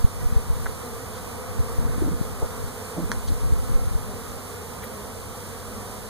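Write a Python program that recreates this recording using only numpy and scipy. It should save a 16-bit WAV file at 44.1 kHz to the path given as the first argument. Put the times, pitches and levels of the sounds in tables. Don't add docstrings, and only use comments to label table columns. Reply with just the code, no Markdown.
import sys
import numpy as np
from scipy import signal
from scipy.fft import rfft, irfft, next_fast_len
from scipy.io import wavfile
from scipy.ndimage import map_coordinates

SR = 44100
rng = np.random.default_rng(int(sys.argv[2]) if len(sys.argv) > 2 else 0)


def wrap_up_sound(samples):
    columns = np.atleast_2d(samples).T
    tamed = np.clip(columns, -1, 1)
    steps = np.round(tamed * 32767).astype(np.int16)
    wavfile.write(sys.argv[1], SR, steps)


N = 268569
TIME = np.arange(N) / SR


def amp(db):
    return 10 ** (np.asarray(db) / 20)


def unit(x):
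    return x / np.sqrt(np.mean(x ** 2) + 1e-20)


def along(points, hz):
    point_hz, values = np.transpose(points)
    return np.interp(np.log(hz + 1), np.log(point_hz + 1), values)


def level_curve(points):
    return amp(np.interp(TIME, *np.transpose(points)))


def wobble(knots_per_s, count, t=TIME):
    knots = rng.standard_normal(count * (int(N / SR * knots_per_s) + 4))
    starts = np.arange(count)[:, None] * (len(knots) // count)
    return map_coordinates(knots, [starts + t * knots_per_s])


def filtered(x, response):
    size = next_fast_len(N + 8192)
    spectrum = rfft(x, size) * response(np.fft.rfftfreq(size, 1 / SR))
    return irfft(spectrum, size)[..., :N]


def noise(density, channels):
    white = rng.standard_normal((channels, N))
    return filtered(white, lambda hz: amp(along(density, hz)) * np.sqrt(SR / 2))


def panned(x, left_right_db):
    return x * amp([[left_right_db / 2], [-left_right_db / 2]])


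# (time [s], level [dB])
SWARM_LEVEL = [(0.0, -41.5), (0.41, -38.5), (1.42, -38.5), (1.81, -37.5), (1.98, -36.5), (2.17, -39),
               (3.15, -37.5), (3.61, -40), (4.95, -39.5), (5.33, -41), (6.09, -39.5)]
# (multiple of wingbeat, relative level [dB])
WING_OVERTONES = [(1, -2), (2, 0), (3, -8), (4, -9.5), (5, -7), (6, -11.5), (7, -17.5), (8, -16.5),
                  (9, -22), (10, -17.5)]


def swarm(count=72, step=6):
    t = TIME[::step]

    def drift(knots_per_s):
        coarse = wobble(knots_per_s, count, t[::16])
        return np.repeat(coarse, 16, axis=1)[:, :len(t)]

    bee_hz = 232 + 16 * rng.standard_normal((count, 1))
    beat_hz = bee_hz + 11 * drift(2.5) + 5 * drift(18)
    turns = np.cumsum(beat_hz, axis=1) * step / SR
    nearness = amp(4 * drift(3.5) + 3 * drift(16))
    lead_s = 0.00017 * drift(0.809)

    cycle, spread_db = np.arange(1024) / 1024, 2.5
    waves = 0
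    for multiple, db in WING_OVERTONES:
        gain = amp(db + spread_db * rng.standard_normal((count, 1)))
        phase = multiple * cycle + rng.random((count, 1))
        waves = waves + gain * np.sin(2 * np.pi * phase)

    rows = np.arange(count)[:, None]
    ports = []
    for side in (1, -1):
        position = (turns + side * beat_hz * lead_s) % 1
        index = (position * len(cycle)).astype(int)
        ports.append(np.sum(nearness * waves[rows, index], axis=0))
    drone = unit(signal.resample_poly(ports, step, 1, axis=1)[:, :N])
    return panned(drone * level_curve(SWARM_LEVEL), left_right_db=-3.0)


# (start [s], length [s], mean wingbeat [Hz], gain [dB])
NEAR_BEES = [(4.044, 0.16, 205, -42), (4.787, 0.33, 212, -45.5), (5.53, 0.58, 207, -46)]
# (multiple of wingbeat, relative level [dB])
NEAR_OVERTONES = [(1, 4), (2, -3.5), (3, -7.5)]


def near_bees():
    out = np.zeros(N)
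    for start_s, length_s, beat_hz, db in NEAR_BEES:
        turns = np.cumsum(beat_hz + 5 * wobble(12, count=1)[0]) / SR
        progress = np.clip((TIME - start_s) / length_s, 0, 1)
        swell = np.sin(np.pi * progress) ** 0.2
        gain = amp(db + 1.76 * wobble(21.07, count=1)[0])
        tone = sum(amp(level) * np.sin(2 * np.pi * k * turns) for k, level in NEAR_OVERTONES)
        out += swell * gain * tone
    return panned(out, left_right_db=0.0)


# (time [s], level [dB])
GUST_LEVEL = [(0.0, -22), (0.12, -38), (0.24, -24), (.42, -32.5), (0.58, -24), (0.84, -49), (1.2, -44),
              (1.56, -32), (2, -25.5), (2.2, -27.5), (2.52, -42), (2.64, -31), (2.88, -61), (3.0, -30.5),
              (3.12, -33), (3.36, -23.5), (3.5, -28), (3.9, -28.5), (4.5, -53.5), (6.09, -46)]
# (frequency [Hz], relative density [dB per Hz])
BUFFET_COLOUR = [(10, -27), (30, 2.5), (65, 0), (120, -5.5), (250, -21.5), (500, -27), (1000, -70),
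                 (2000, -120)]


def buffets():
    lumps = amp(6.2 * wobble(22, count=2) + 1.2 * wobble(45, count=1))
    return level_curve(GUST_LEVEL) * unit(lumps * noise(BUFFET_COLOUR, channels=2))


# (centre [s], peak [dB], centre to zero crossing [ms], port [+1 left, -1 right])
WIND_POPS = [(0.007, -13, 6.6, -1), (0.046, 0.5, 3.7, -1), (.05, -7.5, 3.6, 1), (0.263, -7.5, 7.2, -1),
             (0.326, -10.5, 3.1, 1), (0.367, -3.5, 5.7, 1), (0.504, -7, 4.6, 1), (0.57, -15, 2.8, 1),
             (1.607, -8, 5.1, 1), (1.79, -9, 5.1, 1), (1.855, -9, 3.8, 1), (1.983, -13, 2.1, 1),
             (2.2135, -7, 2, 1), (2.431, -10, 4.8, 1), (3.423, -12, 6.2, 1), (3.528, -8, 4.3, 1),
             (3.697, -12, 2.5, 1), (3.749, -5, 14, -1), (3.875, -12, 4, 1), (3.955, -7, 4.7, 1)]


def wind_pops():
    out = np.zeros((2, N))
    for centre_s, db, width_ms, port in WIND_POPS:
        u = 1000 * (TIME - centre_s) / width_ms
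        out[int(port < 0)] += amp(db) * (1 - u * u) / (1 + u * u) ** 2
    return out


# (start [s], rise [s], length [s], slip rate [1/s], unevenness [0-1],
# gain [dB], ring at start [Hz], ring at end [Hz], left-right [dB])
CASE_CREAKS = [(1.777, 0.017, 0.14, 114, 0.24, -20.5, 260, 222, 9),
               (2.005, 0.055, 0.13, 200, 0.29, -15, 330, 225, -4.5),
               (2.418, .003, 0.037, 374, 0.14, -20.5, 513, 474, -10),
               (2.966, .003, 0.0725, 166, 0.1, -11.5, 297, 245, -2.5),
               (3.678, .02, 0.1, 220, 0.16, -39, 260, 200, 0)]


def creaks():
    out = np.zeros((2, N))
    t = TIME[:SR // 30]
    for start_s, rise_s, length_s, rate, uneven, db, first_hz, last_hz, pan_db in CASE_CREAKS:
        gaps_s = np.exp(uneven * rng.standard_normal(40)) / rate
        slips_s = np.cumsum(gaps_s) - gaps_s[0]
        scatter_db = 2.5 * rng.standard_normal(40)
        sizes = amp(scatter_db - 6 * slips_s / length_s) * (slips_s < length_s)
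        sizes *= np.clip(slips_s / rise_s, .3, 1)
        ring_hz = np.interp(slips_s / length_s, [0, 1], [first_hz, last_hz])[:, None]
        tone = sum(g * np.sin(2 * np.pi * k * ring_hz * t) for k, g in [(.55, 1.2), (1, .9), (1.6, 0.38)])
        decay = amp(-60 * ring_hz * t / 6)
        thuds = tone * decay * (1 - np.exp(-3 * ring_hz * t)) ** 2
        at = ((start_s + slips_s[:, None]) * SR).astype(int) + np.arange(len(t))
        train = np.bincount(at.ravel(), (sizes[:, None] * thuds).ravel(), N)[:N]
        out += panned(amp(db) * train, pan_db)
    return out


# (peak [s], peak [dB], ring [Hz], swell [ms], left-right [dB])
KNUCKLE_KNOCKS = [(2.0225, -17, 340, 3, -6), (2.115, -24, 165, 7, -3), (2.981, -27, 300, 4, -4),
                  (3.103, -24, 220, 7, -1)]


def knocks():
    out = np.zeros((2, N))
    for peak_s, db, ring_hz, swell_ms, pan_db in KNUCKLE_KNOCKS:
        u = 1000 * (TIME - peak_s) / swell_ms
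        swell = np.exp(-np.where(u < 0, u, u / 2) ** 2)
        ring = np.cos(2 * np.pi * ring_hz * (TIME - peak_s))
        out += panned(amp(db) * swell * ring, pan_db)
    return out


# (start [s], gain [dB], treble tilt [dB per doubling of 1 + (Hz / 2600)^4],
# rise constant [ms], left-right [dB])
CASE_TICKS = [(.6592, 2, -60, .5, 2), (.6645, 5, -60, .5, 1), (3.117, -13.5, 0, .035, -9)]
# (frequency [Hz], level before tilt [dB], t60 [s])
CASE_MODES = [(850, -19, 0.0061), (1506, -5.5, 0.0053), (1855, -3, 0.0045), (3370, -14.5, 0.0089),
              (4200, -8.5, 0.0035), (5160, -4.5, 0.0022), (5860, -8, 0.0025), (7200, -12, 0.0024),
              (9100, -14, 0.0045), (12200, -18, 0.002)]


def ticks():
    out = np.zeros((2, N))
    t = TIME[:SR // 20]
    for start_s, db, tilt_db, rise_ms, pan_db in CASE_TICKS:
        ring = np.zeros(len(t))
        for hz, level_db, t60_s in CASE_MODES:
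            mode_db = level_db + tilt_db * np.log2(1 + (hz / 2600) ** 4)
            ring += amp(mode_db - 60 * t / t60_s) * np.sin(2 * np.pi * hz * t)
        ring *= (1 - np.exp(-1000 * t / rise_ms)) ** 2
        grains = signal.fftconvolve(rng.standard_normal(len(t)), ring)[:len(t)]
        rattle = amp(-30 - 60 * t / .08) * grains
        first = round(start_s * SR)
        out[:, first:first + len(t)] += panned(amp(db) * (ring + rattle), pan_db)
    return out


# (centre [s], width at 1/e [s], level at centre [dB], centre [Hz], width [octaves])
FINGER_BRUSHES = [(0.217, 0.017, -48, 1890, 0.26), (1.163, 0.063, -49.5, 3500, 1.1),
                  (1.844, 0.11, -42, 200, 1.5), (2.058, 0.23, -35, 266, 0.33),
                  (2.425, 0.014, -35, 550, 0.52), (2.989, .04, -36, 488, 0.43),
                  (3.017, 0.076, -32, 176, 0.45), (3.285, 0.024, -42.5, 4400, 0.79),
                  (4.836, 0.023, -42, 2110, 0.42), (4.844, 0.026, -43.5, 11800, 0.3)]


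def brushes():
    out = np.zeros((2, N))
    for centre_s, length_s, db, centre_hz, octaves in FINGER_BRUSHES:
        colour = lambda hz: np.exp(-(np.log2((hz + 1) / centre_hz) / octaves) ** 2 / 2)
        grains = rng.standard_normal((2, N)) + 2.5 * rng.standard_normal(N)
        swell = np.exp(-(2 * (TIME - centre_s) / length_s) ** 2)
        out += amp(db) * swell * unit(filtered(grains, colour))
    return out


# (frequency [Hz], density before wavering [dB per Hz])
YARD_DENSITY = [(20, -55), (50, -52), (120, -60), (300, -72.5), (600, -76.5), (1200, -79), (2000, -99.5),
                (3500, -100), (6000, -120)]


def yard():
    common, left, right = noise(YARD_DENSITY, channels=3) * amp(0.44 * wobble(7, count=1))
    hum_hz = 96 + 3 * wobble(6, count=1)[0]
    hum_gain = amp(-37.0 + 1.5 * wobble(8, count=1)[0])
    hum = hum_gain * np.sin(2 * np.pi * np.cumsum(hum_hz) / SR)
    return common + hum + amp(-15.0) * np.array([left, right])


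# (frequency [Hz], density before wavering [dB per Hz])
LEFT_HISS = [(100, -79), (1000, -81), (2500, -91.5), (6000, -86), (9000, -89.5), (12000, -94.5),
             (16000, -96)]
RIGHT_HISS = [(100, -98), (1000, -81), (2500, -86), (5300, -84.5), (7400, -82.5), (8900, -79), (11000, -80),
              (13000, -84), (16000, -86.5)]


def hiss():
    ports = np.vstack([noise(LEFT_HISS, channels=1), noise(RIGHT_HISS, channels=1)])
    return ports * amp(0.47 * wobble(9.8, count=1) + 0.089 * wobble(0.1, count=1))


def scene():
    bees = swarm() + near_bees()
    wind = buffets() + wind_pops()
    grip = creaks() + knocks() + ticks() + brushes()
    return bees + wind + grip + yard() + hiss()


# (frequency [Hz], share before the 0.94 ceiling [ratio])
CROSS_SHARE = [(30, 0.9), (300, 0.42), (1300, 0.56), (2600, 1), (4000, 0.83), (5300, 0.65), (7000, 0.16),
               (9000, 0.18), (15000, 0.12)]
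# (frequency [Hz], delay [ms])
CROSS_DELAY_MS = [(70, 0.16), (400, 0.41), (1000, 0.4), (5300, 0.376), (8000, 0.38), (11000, 0.365),
                  (15000, 0.37)]


def record(dry):
    cut_hz, damping, top_hz = 17, 1.4, 15510

    def cross(hz):
        delay_s = along(CROSS_DELAY_MS, hz) / 1000
        return np.clip(along(CROSS_SHARE, hz), 0, .94) * np.exp(-2j * np.pi * hz * delay_s)

    def band(hz):
        low_cut = -hz ** 2 / (cut_hz ** 2 - hz ** 2 + 1j * damping * cut_hz * hz)
        return low_cut * (hz < top_hz)

    steered = dry - filtered(dry[::-1], cross)
    return filtered(steered, band)


dry = scene()
out = record(dry)
wrap_up_sound(out)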